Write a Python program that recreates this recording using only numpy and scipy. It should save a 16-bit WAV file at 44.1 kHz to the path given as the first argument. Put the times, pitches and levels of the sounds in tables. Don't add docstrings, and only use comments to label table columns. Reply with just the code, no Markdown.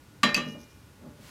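import sys
import numpy as np
from scipy import signal
from scipy.fft import rfft, irfft, next_fast_len
from scipy.io import wavfile
from scipy.ndimage import map_coordinates

SR = 44100
rng = np.random.default_rng(int(sys.argv[2]) if len(sys.argv) > 2 else 0)


def master_out(mix):
    frames = np.transpose(np.atleast_2d(mix))
    ceiling = np.clip(frames, -1, 1)
    pcm = np.round(ceiling * 32767).astype(np.int16)
    wavfile.write(sys.argv[1], SR, pcm)


N = 57330
T = np.arange(N) / SR

# start in seconds, then levels in dB of stand ring, stand clack, tube ring, tube click.
CLINKS = [(0.2318, -22.5, -19.5, -33, -30), (0.2894, -40.5, -53, -36, -55), (0.3447, -57, -36, -18, -24),
          (0.3645, -50, -32, -28.5, -35), (0.3745, -36.5, -35.5, -48, -50), (0.4009, -46.5, -54, -41, -55)]
# start in seconds, boom level in dB, thud level in dB, rise in seconds.
BUMPS = [(0.2344, -21, -31.5, 0.0055), (0.3619, -30.5, -31, 0.0055), (0.4075, -36.5, -44, .005),
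         (0.465, -32.5, -42, 0.0054), (0.5117, -45, -50, 0.0099), (0.544, -41, -41.5, 0.0056),
         (0.985, -53, -53, 0.018), (1.022, -44, -46, 0.0075), (1.054, -41, -44, 0.0076),
         (1.180, -51.5, -52, 0.0094)]
# centre in seconds, standard deviation in seconds, level in dB.
SLIDES = [(0.504, 0.031, -56), (0.618, .022, -58), (0.707, 0.014, -66.5), (0.78, 0.057, -70.5)]
# frequency in Hz, level in dB.
HUM_TONES = [(122, -66), (1450, -69.5)]

# frequency in Hz, relative level in dB, T60 (time to fall 60 dB) in seconds.
STAND_MODES = [(1004, -10.5, .15), (1156, 1, 0.21), (1168.7, 3, 0.22), (1200, -10.5, 0.5),
               (1424, -11.5, 0.35), (1670, -7.5, .18), (1712, -11, .41), (1824, -0.86, .44),
               (1854, -9, 0.29), (2097, -13, 0.51), (2213, -13, 0.35), (2400.8, -12, 1.02),
               (2820.5, -4.5, 0.2), (3202, -2.2, 0.25), (3289, -8, 0.33), (3426, -7, 0.14),
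               (3940.5, -2.8, .27), (4054, -6, 0.27), (4813, -11, 0.26), (5500, -15.5, 0.24),
               (6965, -13.5, 0.18), (7453, -14.5, .11), (9646, -24, .16)]
TUBE_MODES = [(2577, 1.4, 0.095), (2597, -14.4, .34), (2882, -22, 1.06), (3960, -21, 0.37),
              (4630, -5, 0.079), (4674, -1.5, 0.032), (6164, -16, 0.19), (11400, -19.5, 0.043)]
BENCH_MODES = [(156.2, -12, .55), (207.2, 0, 0.24), (239.6, 2, .2), (289.6, -17, .45), (448.2, -18, 0.67),
               (586.5, -10.5, .52), (840, -22, 0.59)]

# frequency in Hz, relative spectral density in dB.
AIR_SPECTRUM = [(12, -61), (20, -46), (63, -3), (127, -4), (228, -12.5), (301, -9.5), (328, -15.5),
                (388, -16), (542, -19.5), (678, -23.5), (759, -26.5), (825, -20.5), (1400, -24),
                (13500, -36.5), (16000, -44)]
CLACK_SPECTRUM = [(100, -22), (250, -6.5), (750, -8), (1200, -2), (2000, -0.5), (3000, -0.5), (3700, -5.5),
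                  (4500, -8), (6000, -12), (7800, -11.5), (8600, -24), (10500, -18), (15500, -30)]
CLICK_SPECTRUM = [(300, -7), (1200, -25), (2600, 9.5), (3700, -11), (4800, -6.5), (6500, -3), (9000, -19),
                  (12500, -18), (15800, -38)]
CRACK_SPECTRUM = [(1000, -8), (3000, -2), (6000, 2), (10000, -8), (15500, -15)]
ROOM_SPECTRUM = [(200, 3.5), (4000, -1), (15000, -6)]
THUD_SPECTRUM = [(60, -40), (120, -19), (200, 3), (330, -5.5), (600, -7.5), (750, -22.5), (1200, -14),
                 (1800, -34), (5000, -62)]
SCRAPE_SPECTRUM = [(2500, -16), (4500, -6), (5400, 2.5), (6400, -0.5), (8000, -20), (10200, -10),
                   (11700, -18), (13200, -11), (15500, -25)]
SLEEVE_SPECTRUM = [(100, -1), (400, -3), (1500, -2.5), (4000, -3.5), (9000, -10.5), (15500, -17)]

# frequency in Hz, T60 in seconds.
CLACK_T60 = [(200, 0.36), (1200, .2), (4000, .135), (8000, .088), (14000, .07)]
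CLICK_T60 = [(500, 0.18), (3000, 0.09), (7000, .065), (14000, .045)]
THUD_T60 = [(150, 0.44), (600, 0.24), (2000, 0.18)]
ROOM_T60 = [(200, 0.38), (2000, 0.33), (6000, 0.25), (14000, 0.15)]


def amp(db):
    return 10 ** (np.asarray(db) / 20)


def unit_rms(x):
    return x / np.sqrt(np.mean(x ** 2) + 1e-20)


def curve_at(points, hz):
    frequencies, values = np.transpose(points)
    return np.interp(np.log(hz + 1), np.log(frequencies + 1), values)


def filtered(x, response):
    size = next_fast_len(N + SR // 2)
    hz = np.fft.rfftfreq(size, 1 / SR)
    return irfft(rfft(x, size) * response(hz), size)[:N]


def noise(spectrum):
    return unit_rms(filtered(rng.standard_normal(N), lambda hz: amp(curve_at(spectrum, hz))))


def decay(t, t60):
    return np.exp(-np.log(1000) * t / t60)


def dense_modes(spectrum, t60s):
    length = SR // 2
    hz, t, bands = signal.stft(rng.standard_normal(length), SR, nperseg=512, noverlap=384)
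    colour = unit_rms(amp(curve_at(spectrum, hz)))[:, None]
    damping = decay(t, curve_at(t60s, hz)[:, None])
    burst = signal.istft(bands * colour * damping, SR, noverlap=384)[1][:length]
    return np.pad(burst, (0, N - length))


def ring(modes):
    return sum(amp(db) * decay(T, t60) * np.sin(2 * np.pi * hz * T) for hz, db, t60 in modes)


def onset(x, start_s, rise_s):
    return np.pad(x * (1 - np.exp(-T / rise_s)), (round(start_s * SR), 0))[:N]


def ventilation():
    tones = sum(amp(db) * np.sin(2 * np.pi * (hz * T + rng.random())) for hz, db in HUM_TONES)
    return amp(-53.5) * noise(AIR_SPECTRUM) + tones


def clinks(seated_s=0.559, ring_left=0.25, stand_rise_s=0.0011, tube_rise_s=0.0003):
    tones, clatter = np.zeros(N), np.zeros(N)
    stand, tube = ring(STAND_MODES), ring(TUBE_MODES)
    choke = ring_left + (1 - ring_left) * decay(np.maximum(T - seated_s, 0), t60=0.06)
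    crack = amp(14.5) * noise(CRACK_SPECTRUM) * decay(T, t60=0.003)
    for start_s, stand_db, clack_db, tube_db, click_db in CLINKS:
        tones += amp(stand_db) * onset(stand, start_s, stand_rise_s)
        tones += amp(tube_db) * onset(tube, start_s, tube_rise_s) * choke
        clack = dense_modes(CLACK_SPECTRUM, CLACK_T60)
        click = dense_modes(CLICK_SPECTRUM, CLICK_T60) + crack
        clatter += amp(clack_db) * onset(clack, start_s, stand_rise_s)
        clatter += amp(click_db) * onset(click, start_s, tube_rise_s)
    return tones + clatter + reverberation(clatter)


def reverberation(x):
    tail = onset(dense_modes(ROOM_SPECTRUM, ROOM_T60), start_s=0.006, rise_s=0.0075)
    return amp(-12.5) * signal.fftconvolve(x, tail / np.linalg.norm(tail))[:N]


def bench_bumps():
    boom = ring(BENCH_MODES)
    bumps = np.zeros(N)
    for start_s, boom_db, thud_db, rise_s in BUMPS:
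        thud = dense_modes(THUD_SPECTRUM, THUD_T60)
        bumps += onset(amp(boom_db) * boom + amp(thud_db) * thud, start_s, rise_s)
    return bumps


def tube_scrape(slip_rate_hz=300, slip_depth_db=2.5):
    strokes = sum(amp(db) * np.exp(-0.5 * ((T - centre_s) / width_s) ** 2)
                  for centre_s, width_s, db in SLIDES)
    slips = map_coordinates(rng.standard_normal(N // 10), [T * slip_rate_hz])
    return strokes * unit_rms(amp(slip_depth_db * slips) * noise(SCRAPE_SPECTRUM))


def sleeve_rustle(peak_s=1.29, rise_s=0.057):
    swell = np.exp(-0.5 * (np.minimum(T - peak_s, 0) / rise_s) ** 2)
    return amp(-52) * swell * noise(SLEEVE_SPECTRUM)


def scene():
    return (ventilation() + clinks() + bench_bumps() + tube_scrape() + sleeve_rustle())[None]


def record(dry):
    cutoff_hz = 15800
    return filtered(dry[0], lambda hz: 1 / np.sqrt(1 + (hz / cutoff_hz) ** 160))[None]


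dry = scene()
out = record(dry)
master_out(out)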